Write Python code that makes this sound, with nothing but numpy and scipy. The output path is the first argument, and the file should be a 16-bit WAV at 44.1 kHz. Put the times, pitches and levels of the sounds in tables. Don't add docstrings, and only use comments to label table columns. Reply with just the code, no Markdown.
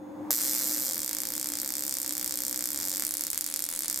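import sys
import numpy as np
from scipy import signal
from scipy.fft import rfft, irfft, next_fast_len
from scipy.io import wavfile
from scipy.ndimage import map_coordinates

SR = 44100
rng = np.random.default_rng(int(sys.argv[2]) if len(sys.argv) > 2 else 0)


def file_out(sig):
    cols = np.atleast_2d(sig).T
    lim = np.clip(cols, -1, 1)
    pcm = np.round(lim * 32767).astype(np.int16)
    wavfile.write(sys.argv[1], SR, pcm)


N = 176400

# time in seconds, sparks per second.
OPENING_RATE = [(0.3388, 121), (0.36, 117.47), (0.48, 138.08), (0.56, 117.4), (0.6, 140.45), (0.72, 122.77),
                (0.76, 136.81), (0.8, 118.41), (0.84, 143.96), (0.92, 86.43), (0.96, 89.53), (1.08, 57.1),
                (1.16, 54.88), (1.44, 67.74), (1.56, 58.58), (1.64, 71.86), (1.68, 60.99), (1.8, 73.83),
                (1.96, 64.08), (2.2, 67.67), (2.24, 60.86), (2.44, 65.16), (2.68, 61.03), (2.72, 75.67),
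                (2.76, 64.3), (2.84, 104.86), (2.88, 88.59), (2.98, 100.04)]
CLOSING_RATE = [(3.914, 67.1), (4.0, 64.6)]
# frequency in Hz, relative level in dB.
FULL_TONE = [(10, -30), (40, -16.5), (100, -25), (300, -18), (800, -19), (1400, -11.5), (2250, -12),
             (2850, -19), (3300, -15.5), (4100, -14), (4600, -7.5), (5300, -1), (6500, -4), (7300, 2),
             (8400, 0), (9500, -1.5), (10500, -3.5), (11200, -7), (11900, 1.5), (13600, 0), (15000, -7),
             (16000, -21)]
HOT_TONE = [(10, -45), (100, -25), (300, -17.5), (800, -18.5), (1400, -10), (2250, -12), (2850, -24),
            (3300, -14), (4100, -15), (4600, -6.5), (5300, 1), (6500, -2.5), (7300, 3.5), (8400, 0.5),
            (9500, 0.5), (10500, -5), (11200, -3), (11900, 6), (13600, 2.1), (15000, -3), (16000, -30)]
USUAL_RATE = 74


def buzz(rate_curve, early_share=.11, early_s=.0028, charge_db_per_octave=3.5):
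    knots, rate = np.transpose(rate_curve)
    t = np.arange(knots[0], knots[-1], 1 / SR)
    cycles = np.cumsum(np.interp(t, knots, rate)) / SR
    times = np.interp(np.arange(int(cycles[-1]) + 1), cycles, t)
    haste = np.interp(times, knots, rate) / USUAL_RATE
    early = rng.random(len(times)) < early_share
    lead = early_s * signal.lfilter([1], [1, -.5], early - early_share)
    times = jitter(times - lead)
    db = -charge_db_per_octave * np.log2(haste)
    hot = haste > 1.4
    kinds = [(~hot, FULL_TONE), (hot, HOT_TONE)]
    return sum(sparks(times[pick], db[pick], tone) for pick, tone in kinds if pick.any())


# start in seconds, relative level in dB.
HARD_CRACKS = [(2.997, 2.5), (3.007, -0.5), (3.0227, 4.5), (3.037, 2), (3.0508, 3.5), (3.0674, 4),
               (3.1094, 3), (3.1399, 4), (3.17, 3.5), (3.2096, 6), (3.2379, 4.5), (3.2682, 4), (3.3029, 5),
               (3.3317, 5), (3.346, 0.5), (3.377, 7.5), (3.41, 6), (3.4427, 4), (3.4642, 6.5), (3.5403, 5),
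               (3.5614, 5), (3.5925, 4), (3.623, 5.5), (3.6401, 5.5), (3.6895, 6), (3.7915, 3), (3.8069, 2),
               (3.8215, 0.5), (3.8819, 1.5), (3.8996, 4)]
# frequency in Hz, relative level in dB.
WEAK_TONE = [(10, -21), (60, -34), (800, -18.5), (1400, -13), (2250, -13.8), (2850, -18.5), (3500, -16.5),
             (5300, -8.5), (6400, -7), (7300, -3), (9500, -2.5), (10400, -1), (11700, -0.5), (12900, -15),
             (14700, -9), (16000, -20.1)]


def sputter(weak_gap_s=.0122, recharge_s=.013):
    times, db = np.transpose(HARD_CRACKS)
    ends = np.append(times[1:], CLOSING_RATE[0][0])
    weak_times = np.concatenate([np.arange(start + weak_gap_s, end - recharge_s, weak_gap_s)
                                 for start, end in zip(times, ends)])
    return sparks(times, db, FULL_TONE) + sparks(jitter(weak_times), db=-1, tone=WEAK_TONE)


# frequency in Hz, relative level in dB.
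SNAP_TONE = [(30, -40), (200, -9), (550, -2), (950, 0), (1400, -14), (3000, -24), (4200, -14), (15000, -35)]
# start in seconds, relative level in dB.
STRIKE_SPARKS = [(.3075, -2), (.3149, -3), (.3214, -3.5), (.3297, -1)]


def strike(start_s=.3055):
    snap = sparks(np.array([start_s]), db=-18, tone=SNAP_TONE)
    return snap + sparks(*np.transpose(STRIKE_SPARKS), HOT_TONE)


# time in seconds, relative level in dB.
SIZZLE_LEVEL = [(.308, -22.5), (.5, -20.5), (.75, -21), (.87, -22), (.97, -32), (2.7, -32), (2.95, -28),
                (3.1, -42), (3.98, -38)]
# frequency in Hz, relative level in dB.
SIZZLE_TONE = [(10, -44), (800, -21), (2000, -13), (2800, -14.5), (3700, -18.5), (4100, -4.5), (4700, -10),
               (6000, -4.5), (7700, -4), (9500, -4.5), (11200, -3), (11800, -4), (13000, -6), (14500, -6.5),
               (16000, -19)]


def sizzle(ticks_per_s=1200, scatter_db=2.5):
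    knots, levels = np.transpose(SIZZLE_LEVEL)
    times = np.arange(knots[0], knots[-1], 1 / ticks_per_s)
    times += rng.uniform(0, 2, len(times)) / ticks_per_s
    db = np.interp(times, knots, levels) + scatter_db * rng.standard_normal(len(times))
    return sparks(times, db, SIZZLE_TONE)


# time in seconds, added level in dB.
SPARK_DRIVE = [(.31, 4), (.45, 7), (.62, 6), (.8, 3), (1.0, 0), (1.3, -1), (2.7, 1), (3.0, 2), (3.6, 1),
               (4.0, 2)]


def sparks(times, db, tone, boost_db=2, scatter_db=.5, trail=.24, trail_s=.000092, size=64):
    chance = rng.standard_normal((len(times), size))
    shape = trail * chance * np.exp(-np.arange(size) / (trail_s * SR))
    shape[:, 0] = 1
    drive_db = np.interp(times, *np.transpose(SPARK_DRIVE))
    strength = amp(boost_db + db + drive_db - scatter_db * chance[:, 0])
    shape *= (strength / np.linalg.norm(shape, axis=1))[:, None]
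    samples = np.round(times * SR).astype(int)[:, None] + np.arange(size)
    train = np.bincount(samples.ravel(), shape.ravel(), N)[:N]
    return signal.fftconvolve(train[None], click(tone), axes=1)[:, :N]


# frequency in Hz, left level minus right level in dB.
CLICK_BALANCE = [(300, 0), (2000, 1), (6000, .3), (7400, -1), (8400, -5), (9300, 4.6), (10500, -.5),
                 (11300, 0), (12200, -2), (15000, -6)]


def click(tone, port_hz=9150, port_width_hz=400, size=2048):
    hz = np.fft.rfftfreq(size, 1 / SR)
    gain = amp(along(tone, hz) + along(CLICK_BALANCE, hz) * np.array([[.5], [-.5]]))
    cepstrum = irfft(np.log(gain))
    cepstrum[:, 1:size // 2] *= 2
    cepstrum[:, size // 2 + 1:] = 0
    left, right = np.exp(rfft(cepstrum))
    port = port_hz ** 2 - hz ** 2 + 1j * hz * port_width_hz
    pulse = irfft([left, right * port.conj() / port])
    return pulse / np.sqrt(np.sum(pulse ** 2) / 2)


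# left delay and right delay in seconds, level in dB.
NEARBY_ECHOES = [(.0024, .00246, -19), (.00276, .00272, -17), (.0031, .00305, -21), (.0045, .00456, -20),
                 (.0078, .00786, -18)]
# frequency in Hz, level in dB against the direct sound.
ROOM_TONE = [(200, 11.5), (1500, -4.5), (3200, 5.5), (4150, 5.5), (5300, -5), (7000, -1.5), (7800, -7),
             (9000, -1), (11000, -7), (13000, -4.5), (16000, -7)]
# frequency in Hz, side level against the middle in dB.
ROOM_WIDTH = [(200, -2), (1000, 2), (3200, -9.5), (4500, -2), (15000, -6)]


def room(x, steady_weight=1.8):
    paths = np.array([wobble(USUAL_RATE) for _ in range(3)])
    paths[0] += steady_weight
    left, right = sum(room_tail(x * share) for share in paths / np.linalg.norm(paths, axis=0))
    mid = filtered((left + right) / 2, lambda hz: amp(along(ROOM_TONE, hz)))
    side = filtered((left - right) / 2, lambda hz: amp(along(ROOM_TONE, hz) + along(ROOM_WIDTH, hz)))
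    near = sum(amp(db) * np.array([np.roll(ear, round(s * SR)) for ear, s in zip(x, delays)])
               for *delays, db in NEARBY_ECHOES)
    return near + np.array([mid + side, mid - side])


# frequency in Hz, seconds to fade by 60 dB.
ROOM_DECAY = [(200, 0.19), (2000, 0.18), (8000, 0.11), (15000, 0.15)]


def room_tail(x):
    hz, t, noise = signal.stft(rng.standard_normal((2, SR // 2)), SR, nperseg=256)
    fade = amp(-60 * t / along(ROOM_DECAY, hz)[:, None])
    fade /= np.linalg.norm(fade, axis=1, keepdims=True)
    _, tail = signal.istft(noise * fade, SR, nperseg=256)
    return signal.fftconvolve(x, tail / np.linalg.norm(tail[0]), axes=1)[:, :N]


# frequency in Hz, base level in dB.
HUM_AND_FAN_TONES = [(100, -65.5), (200, -56), (300.5, -43.5), (529, -55.5), (796, -61)]
WHINE_TONES = [(3499, -79), (6648, -76.5), (13290, -84)]
# time in seconds, added level in dB.
SUPPLY_SWELL = [(0, -4.5), (.13, -1.5), (.28, 2.5), (.37, 1.5), (.45, 8.5), (.9, 3.5), (1.1, 0), (1.3, 0.5),
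                (2.15, 0.5), (2.35, 1), (2.55, 1.5), (3.0, 0), (3.1, -0.5), (3.65, -2.5), (3.8, -1.5),
                (4.0, -3.5)]


def supply(waver_rate=18, waver_db=2.2, drift_radians=.31, fan_base_db=-42.5, fan_follows=.88):
    t = np.arange(N) / SR
    tones = np.zeros(N)
    for hz, db in HUM_AND_FAN_TONES:
        level = np.sqrt(2) * amp(db + waver_db * wobble(waver_rate))
        tones += level * np.sin(2 * np.pi * hz * t + drift_radians * wobble(waver_rate))
    whine = sum(np.sqrt(2) * amp(db) * np.sin(2 * np.pi * hz * t) for hz, db in WHINE_TONES)
    swell_db = np.interp(t, *np.transpose(SUPPLY_SWELL))
    lean_left = amp([[1], [-1]])
    return whine + tones * amp(swell_db) * lean_left + fan() * amp(fan_base_db + fan_follows * swell_db)


# frequency in Hz, relative level in dB.
RUSH_TONE = [(25, -48), (60, -25), (110, -15), (160, -13), (210, -7), (260, -4), (310, 4.5), (360, -9),
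             (460, -16), (540, -0.5), (630, -16.5), (900, -10), (1300, -22.5), (2000, -29), (3000, -40.5),
             (6000, -43), (15000, -45.5)]
# frequency in Hz, likeness (1 means the same).
RUSH_LIKENESS = [(30, .2), (120, 0.69), (300, 0.54), (1000, 0.43), (8000, 0.3)]


def fan():
    def response(hz):
        spread = np.arccos(np.clip(along(RUSH_LIKENESS, hz), -1, 1)) / 2
        return amp(along(RUSH_TONE, hz)) * [np.cos(spread), np.sin(spread)]
    mid, side = filtered(rng.standard_normal((2, N)), response)
    rush = np.array([mid + side, mid - side])
    return rush / np.sqrt(np.mean(rush ** 2))


def gain_control(x, limit_db=-16, slope=.68, grab=.41, release_db_per_s=19.5, block=44):
    peaks = np.abs(x[:, :N // block * block]).max(0).reshape(-1, block).max(1)
    cut_db = [0]
    for wanted_db in slope * (20 * np.log10(peaks + 1e-9) - limit_db):
        extra_db = grab * max(0, wanted_db - cut_db[-1])
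        cut_db.append(max(0, cut_db[-1] + extra_db - release_db_per_s * block / SR))
    return x * amp(-np.interp(np.arange(N) / block - 1, np.arange(len(cut_db)), cut_db))


def jitter(times, scatter_s=.00035):
    return times + scatter_s * rng.standard_normal(len(times))


def amp(db):
    return 10 ** (np.asarray(db) / 20)


def along(table, hz):
    knots, values = np.transpose(table)
    return np.interp(np.log(hz + 1), np.log(knots + 1), values)


def wobble(rate):
    return map_coordinates(rng.standard_normal(int(N * rate / SR) + 4), [np.arange(N) * rate / SR])


def filtered(x, response):
    size = next_fast_len(N + SR // 2)
    return irfft(rfft(x, size) * response(np.fft.rfftfreq(size, 1 / SR)), size)[..., :N]


def scene():
    arc = strike() + sizzle() + buzz(OPENING_RATE) + sputter() + buzz(CLOSING_RATE)
    return arc + room(arc) + supply()


def record(dry):
    return filtered(gain_control(dry), lambda hz: hz < 15950)


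dry = scene()
out = record(dry)
file_out(out)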